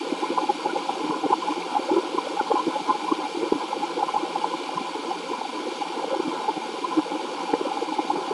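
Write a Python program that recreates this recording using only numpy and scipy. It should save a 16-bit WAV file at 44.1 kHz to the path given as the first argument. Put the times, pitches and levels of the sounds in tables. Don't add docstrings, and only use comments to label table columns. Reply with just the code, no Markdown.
import sys
import numpy as np
from scipy import signal
from scipy.fft import rfft, irfft, next_fast_len
from scipy.io import wavfile
from scipy.ndimage import uniform_filter1d, map_coordinates

SR = 44100
rng = np.random.default_rng(int(sys.argv[2]) if len(sys.argv) > 2 else 0)


def master(y):
    cut = np.clip(np.atleast_2d(y).T, -1, 1)
    pcm = np.round(cut * 32767)
    wavfile.write(sys.argv[1], SR, pcm.astype(np.int16))


N = 367353

# (frequency [Hz], relative level [dB])
RUMBLE_SPECTRUM = [(15, -20), (65, -12), (97, -11), (150, 0.5), (200, -39), (330, -120)]
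# (frequency [Hz], relative level [dB])
FIZZ_SPECTRUM = [(250, -60), (1400, -12), (1700, -14.5), (2200, -53), (4000, -26), (5200, -15.5),
                 (7000, -37), (9000, -28.5), (10500, -23.5), (11400, -33), (12100, -40)]
# (frequency [Hz], bandwidth [Hz], gain [dB])
WALL_MODES = [(1860, 70, -11), (2140, 50, -3), (2320, 400, -4), (2365, 80, 0), (2890, 600, -5),
              (3210, 290, -5), (3520, 390, -6), (3820, 150, -6), (4170, 330, -8), (4560, 60, -5),
              (4600, 440, -9), (4655, 70, -7), (5040, 140, -14), (5460, 220, -12), (5680, 100, -13),
              (5840, 120, -17), (6030, 160, -17), (6410, 200, -11.5), (6850, 460, -17), (7210, 180, -21),
              (7480, 230, -16), (7830, 400, -20), (8390, 600, -20), (9410, 150, -19), (9610, 200, -23),
              (9980, 370, -25), (10490, 90, -30)]
# (frequency [Hz], bandwidth [Hz], gain [dB])
BODY_MODES = [(229, 62, -16.5), (306, 38, -2), (355, 41, -2), (458, 60, -4), (536.2, 21.3, -2),
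              (618, 30, -10), (771, 36, -2), (852, 36, 2), (1006, 52, 1), (1220, 180, -14),
              (1329, 40.5, -6.5), (1462, 55, -9.5), (1566, 46, -20), (1626, 25, -14)]
# (time [s], level [dB])
HEAVE_EVENTS = [(2.517, -52), (2.681, -55), (3.128, -54), (3.529, -44), (7.537, -50)]
# (time [s], source level [dB])
THUMP_EVENTS = [(0.661, -38), (1.063, -42), (1.103, -31), (1.258, -33), (1.315, -39), (2.681, -33),
                (2.818, -38), (3.129, -37), (3.53, -41), (3.554, -35), (4.071, -41), (4.185, -43),
                (4.552, -40), (4.766, -32), (6.282, -32), (6.575, -37), (6.982, -35), (7.537, -42),
                (7.619, -43), (8.17, -36), (8.318, -40)]
# (time [s], frequency [Hz], source level [dB], life [ms])
CLEAR_BUBBLES = [(0.127, 286, -14.5, 7.4), (0.232, 350, -20, 12), (0.236, 847, -18, 9.3),
                 (0.241, 1010, -23, 9.7), (0.306, 318, -17.5, 6), (0.321, 338, -21.5, 5.2),
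                 (0.327, 510, -22, 9.5), (0.378, 830, -14.5, 6.1), (0.384, 1003, -12.5, 14),
                 (0.422, 806, -20, 5.6), (0.436, 352, -18.5, 6.6), (0.447, 836, -22, 9.8),
                 (0.5, 832, -11, 12.7), (0.503, 359, -18, 14), (0.662, 848, -16.5, 12.5),
                 (0.664, 350, -14.5, 6.4), (0.703, 1435, -28, 12), (0.735, 338, -17.5, 7.3),
                 (0.763, 830, -17.5, 7.3), (0.766, 524, -22.5, 13), (0.896, 985, -27, 17),
                 (0.894, 820, -13.5, 7.4), (1.043, 312, -17.5, 8.9), (1.053, 310, -20, 11),
                 (1.094, 835, -22, 6.6), (1.103, 309, -19, 20), (1.111, 990, -16, 5.4),
                 (1.143, 1020, -20.5, 8.4), (1.243, 780, -20.5, 11), (1.254, 300, -15, 16),
                 (1.265, 445, -12, 5.1), (1.306, 846, -18, 10), (1.307, 360, -16.5, 8.3),
                 (1.331, 837, -8.5, 8.1), (1.332, 995, -12, 13), (1.387, 334, -22, 8.2),
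                 (1.429, 1014, -23, 12), (1.486, 852, -17.5, 19), (1.509, 299, -20, 25),
                 (1.523, 1007, -21, 9.4), (1.578, 352, -22.5, 18), (1.624, 2270, -30, 5.5),
                 (1.629, 2650, -34, 5), (1.754, 800, -15, 5), (1.769, 833, -13, 13), (1.796, 302, -14, 5),
                 (1.892, 543, -20, 11.5), (1.904, 860, -21.5, 13), (1.92, 336, -10.5, 10.5),
                 (1.938, 370, -14, 11), (1.97, 365, -10, 11.5), (1.983, 358, -12.5, 19),
                 (2.133, 494, -21, 7.8), (2.15, 352, -14, 7.3), (2.184, 350, -14.5, 5.8),
                 (2.186, 1010, -13.5, 10), (2.272, 536, -18.5, 5.7), (2.376, 816, -18, 8.9),
                 (2.402, 846, -15, 15), (2.404, 1420, -24, 10), (2.413, 367, -15, 3.2),
                 (2.481, 1020, -24, 9), (2.508, 486, -13.5, 5.4), (2.516, 478, -9.5, 3.9),
                 (2.516, 1600, -31, 1.5), (2.518, 1030, -18.5, 6.4), (2.521, 842, -10.5, 7.5),
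                 (2.543, 332, -13, 7.6), (2.558, 834, -15, 7.6), (2.559, 1036, -24, 9.9),
                 (2.573, 820, -23, 8.1), (2.574, 1018, -19.5, 23), (2.601, 1020, -18.5, 19),
                 (2.671, 320, -13, 5), (2.682, 480, -20, 6.8), (2.683, 302, -13.5, 11),
                 (2.764, 536, -21, 7.8), (2.764, 846, -20, 21), (2.802, 840, -20.5, 5.4),
                 (2.892, 284, -19, 6.6), (2.901, 856, -19, 18), (2.906, 310, -18, 8.2),
                 (2.906, 1024, -12, 17), (2.924, 1020, -18, 7.9), (2.954, 840, -22.5, 21),
                 (3.047, 840, -23, 7.1), (3.088, 1000, -20, 9.4), (3.12, 1054, -13, 7),
                 (3.124, 319, -11, 10), (3.191, 338, -22, 9.2), (3.256, 833, -22.5, 6.3),
                 (3.351, 366, -18.5, 5.7), (3.376, 315, -18.5, 7.9), (3.429, 459, -23.5, 36),
                 (3.437, 359, -19, 19), (3.524, 350, -5, 3.6), (3.557, 288, -17.5, 20),
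                 (3.732, 847, -16, 7.6), (3.836, 834, -19.5, 14), (3.841, 326, -23, 13),
                 (3.976, 483, -23, 13), (3.981, 343, -18, 8.3), (3.995, 860, -19, 8.4),
                 (4.013, 800, -18.5, 10.5), (4.031, 810, -10.5, 8.7), (4.09, 1020, -17.5, 12),
                 (4.144, 825, -14.5, 6.5), (4.164, 840, -11, 7.4), (4.18, 1025, -20, 7.7),
                 (4.236, 327, -16, 10), (4.36, 838, -14.5, 9.6), (4.445, 849, -13, 8.5),
                 (4.538, 1010, -21, 11), (4.546, 313, -24, 12), (4.695, 814, -20, 6.9),
                 (4.78, 1016, -20.5, 11), (4.813, 260, -16.5, 5.2), (4.952, 860, -21.5, 7.5),
                 (4.956, 325, -21, 7.9), (5.092, 344, -23.5, 38), (5.117, 794, -18, 10),
                 (5.316, 348, -17, 4.5), (5.337, 995, -19.5, 9.1), (5.416, 835, -18, 5),
                 (5.457, 811, -22.5, 8), (5.671, 496, -21, 9.7), (5.687, 364, -23.5, 9.3),
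                 (5.824, 820, -18.5, 10), (5.998, 860, -22, 6.5), (6.043, 845, -20.5, 12),
                 (6.047, 530, -21, 9.2), (6.116, 520, -19, 7.2), (6.134, 530, -17, 13),
                 (6.148, 830, -18.5, 8.8), (6.166, 344, -20, 9.1), (6.201, 346, -14, 11.6),
                 (6.259, 312, -17.5, 10), (6.281, 276, -18, 14), (6.296, 327, -18.5, 13),
                 (6.49, 867, -14, 15), (6.491, 420, -22.5, 11), (6.575, 312, -22, 15),
                 (6.848, 1010, -18, 17), (6.928, 990, -23, 9.2), (6.985, 314, -9, 18.3),
                 (7.062, 500, -21, 8.5), (7.12, 825, -20.5, 7.2), (7.121, 318, -15.5, 5.4),
                 (7.154, 305, -21, 22), (7.498, 830, -21, 16), (7.537, 826, -12.5, 5),
                 (7.539, 297, -15.5, 9.9), (7.54, 460, -17.5, 10), (7.553, 486, -21, 8),
                 (7.538, 1710, -22, 0.81), (7.615, 373, -13.5, 5.8), (7.625, 328, -26, 5.5),
                 (7.659, 530, -19, 10), (7.671, 300, -18, 6.2), (7.718, 805, -17, 10.5),
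                 (7.775, 830, -20, 9), (7.826, 467, -19.5, 11.5), (7.831, 350, -23, 10),
                 (7.923, 293, -19, 11), (7.925, 856, -19.5, 7.2), (7.992, 840, -16.5, 11),
                 (7.996, 323, -11, 5.2), (8.05, 282, -17, 4.3), (8.104, 826, -13.5, 5.9),
                 (8.114, 1040, -24, 7.5), (8.141, 344, -19.5, 13.0), (8.162, 850, -18.5, 7.1),
                 (8.189, 385, -22.5, 13), (8.289, 794, -21, 11), (8.314, 402, -16, 7.4)]


def amp(db):
    return 10 ** (np.asarray(db) / 20)


def unit_rms(x):
    return x / np.sqrt(np.mean(x ** 2) + 1e-20)


def filtered(x, response):
    size = next_fast_len(N + SR // 2)
    return irfft(rfft(x, size) * response(np.fft.rfftfreq(size, 1 / SR)), size)[..., :N]


def spectral_envelope(points):
    hz, db = np.transpose(points)
    return lambda f: amp(np.interp(np.log(f + 1), np.log(hz + 1), db))


def resonances(modes):
    return lambda f: sum((-1) ** k * amp(db) * 1j * f * width / (hz * hz - f * f + 1j * f * width)
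                         for k, (hz, width, db) in enumerate(modes))


def radiation(f, corner_hz=210):
    return 1 / (1 + (corner_hz / (f + 1)) ** 4)


def body_response(f):
    return resonances(BODY_MODES)(f) * np.sqrt(radiation(f))


def wobble(knots_per_s):
    return map_coordinates(rng.standard_normal(int(N * knots_per_s / SR) + 4),
                           [np.arange(N) * knots_per_s / SR])


def pulsations(times, hz, db, life_ms, glide, reach=1600):
    offsets = np.arange(-reach, reach)
    t = offsets / SR
    times, hz, db, life = (np.asarray(v)[:, None] for v in (times, hz, db, life_ms / 1000))
    phase, bend = np.hsplit(rng.random((len(times), 2)), 2)
    swell = 2.0 ** (-np.abs(2 * t / life) ** 1.5)
    slide = glide * (2 * bend - 1)
    tone = np.sin(2 * np.pi * (phase + hz * t * (1 + slide * t / life / 2)))
    index = np.clip(np.round(times * SR).astype(int) + offsets + reach, 0, N + 2 * reach)
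    padded = np.bincount(index.ravel(), (amp(db) * swell * tone).ravel(), N + 2 * reach + 1)
    return padded[reach:reach + N]


def worktop_rumble(kettle, rumble_db=-66, hum_db=-55.5):
    shaking = rng.standard_normal(N) * uniform_filter1d(np.abs(kettle), size=900) ** 1.3
    rumble = filtered(shaking, spectral_envelope(RUMBLE_SPECTRUM))
    hum_band = resonances([(178, 13, 0)])
    hum = filtered(rng.standard_normal(N), lambda f: hum_band(f) ** 2)
    return amp(rumble_db) * unit_rms(rumble) + amp(hum_db) * unit_rms(hum)


def wall_power(f):
    return sum(amp(db) ** 2 * np.abs(resonances([(hz, width, 0)])(f)) ** 4
               for hz, width, db in WALL_MODES)


def fizz(start_db=-39.5, fade_db_per_s=0.1, patch_db=1.1, collapses_per_s=20000):
    ticks = (rng.random(N) < collapses_per_s / SR) * rng.standard_normal(N)
    spectra = signal.stft(ticks, nperseg=512)[2]
    patches = uniform_filter1d(rng.standard_normal(spectra.shape), size=5, axis=0)
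    patches = uniform_filter1d(patches, size=5, axis=1)
    hiss = signal.istft(spectra * amp(patch_db * unit_rms(patches)), nperseg=512)[1][:N]
    hiss = hiss * amp(.3 * wobble(9))
    broad = spectral_envelope(FIZZ_SPECTRUM)
    ringing = filtered(hiss, lambda f: np.sqrt(broad(f) ** 2 + wall_power(f)))
    level_db = start_db - fade_db_per_s * np.arange(N) / SR
    return amp(level_db) * unit_rms(ringing)


def simmer(level_db=-31.5, count=2100, low_hz=160, high_hz=1300):
    when, pitch, strength, length = rng.random((count, 4)).T
    hz = low_hz * (high_hz / low_hz) ** pitch
    db = np.minimum(-4.5 * np.log(1 - strength), 6.5)
    cycles = 1.6 + 3.5 * length
    bubbles = pulsations(when * N / SR, hz, db, 1000 * cycles / hz, glide=.15, reach=700)
    bubbles = unit_rms(filtered(bubbles, body_response))
    wash = rng.standard_normal(N) * amp(1.8 * wobble(18))
    wash = unit_rms(filtered(wash, lambda f: body_response(f) * radiation(f)))
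    return amp(level_db) * unit_rms(bubbles + amp(-1.0) * wash)


def heaves(corner_hz=95):
    times, db = np.transpose(HEAVE_EVENTS)
    impulses = np.bincount(np.round(times * SR).astype(int), amp(db), N)
    return filtered(impulses, lambda f: SR / (2 * corner_hz) / (1 + (f / corner_hz) ** 4))


def thumps(hz=176, life_ms=12):
    times, db = np.transpose(THUMP_EVENTS)
    shoves = pulsations(times, np.full_like(times, hz), db, np.full_like(times, life_ms), glide=0.092)
    return filtered(shoves, lambda f: radiation(f, corner_hz=82))


def clear_bubbles(roughness=0.22, knock_db=-12.5, max_life_ms=30):
    times, hz, db, life_ms = np.transpose(CLEAR_BUBBLES)
    tones = pulsations(times, hz, db, np.minimum(life_ms, max_life_ms), glide=.08)
    shock = np.abs(tones) * rng.standard_normal(N)
    knock = filtered(shock, lambda f: body_response(f) / (1 + (f / 1500) ** 4))
    knock = unit_rms(knock) * np.std(tones)
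    uneven = tones * (1 + roughness * wobble(450)) / np.hypot(1, roughness)
    return filtered(uneven, radiation) + amp(knock_db) * knock


def scene():
    kettle = clear_bubbles() + thumps() + heaves() + simmer() + fizz()
    return (kettle + worktop_rumble(kettle))[None]


def record(dry):
    cutoff_hz = 11730
    return filtered(dry, lambda f: (f < cutoff_hz + 400) / (1 + (f / cutoff_hz) ** 60))


dry = scene()
out = record(dry)
master(out)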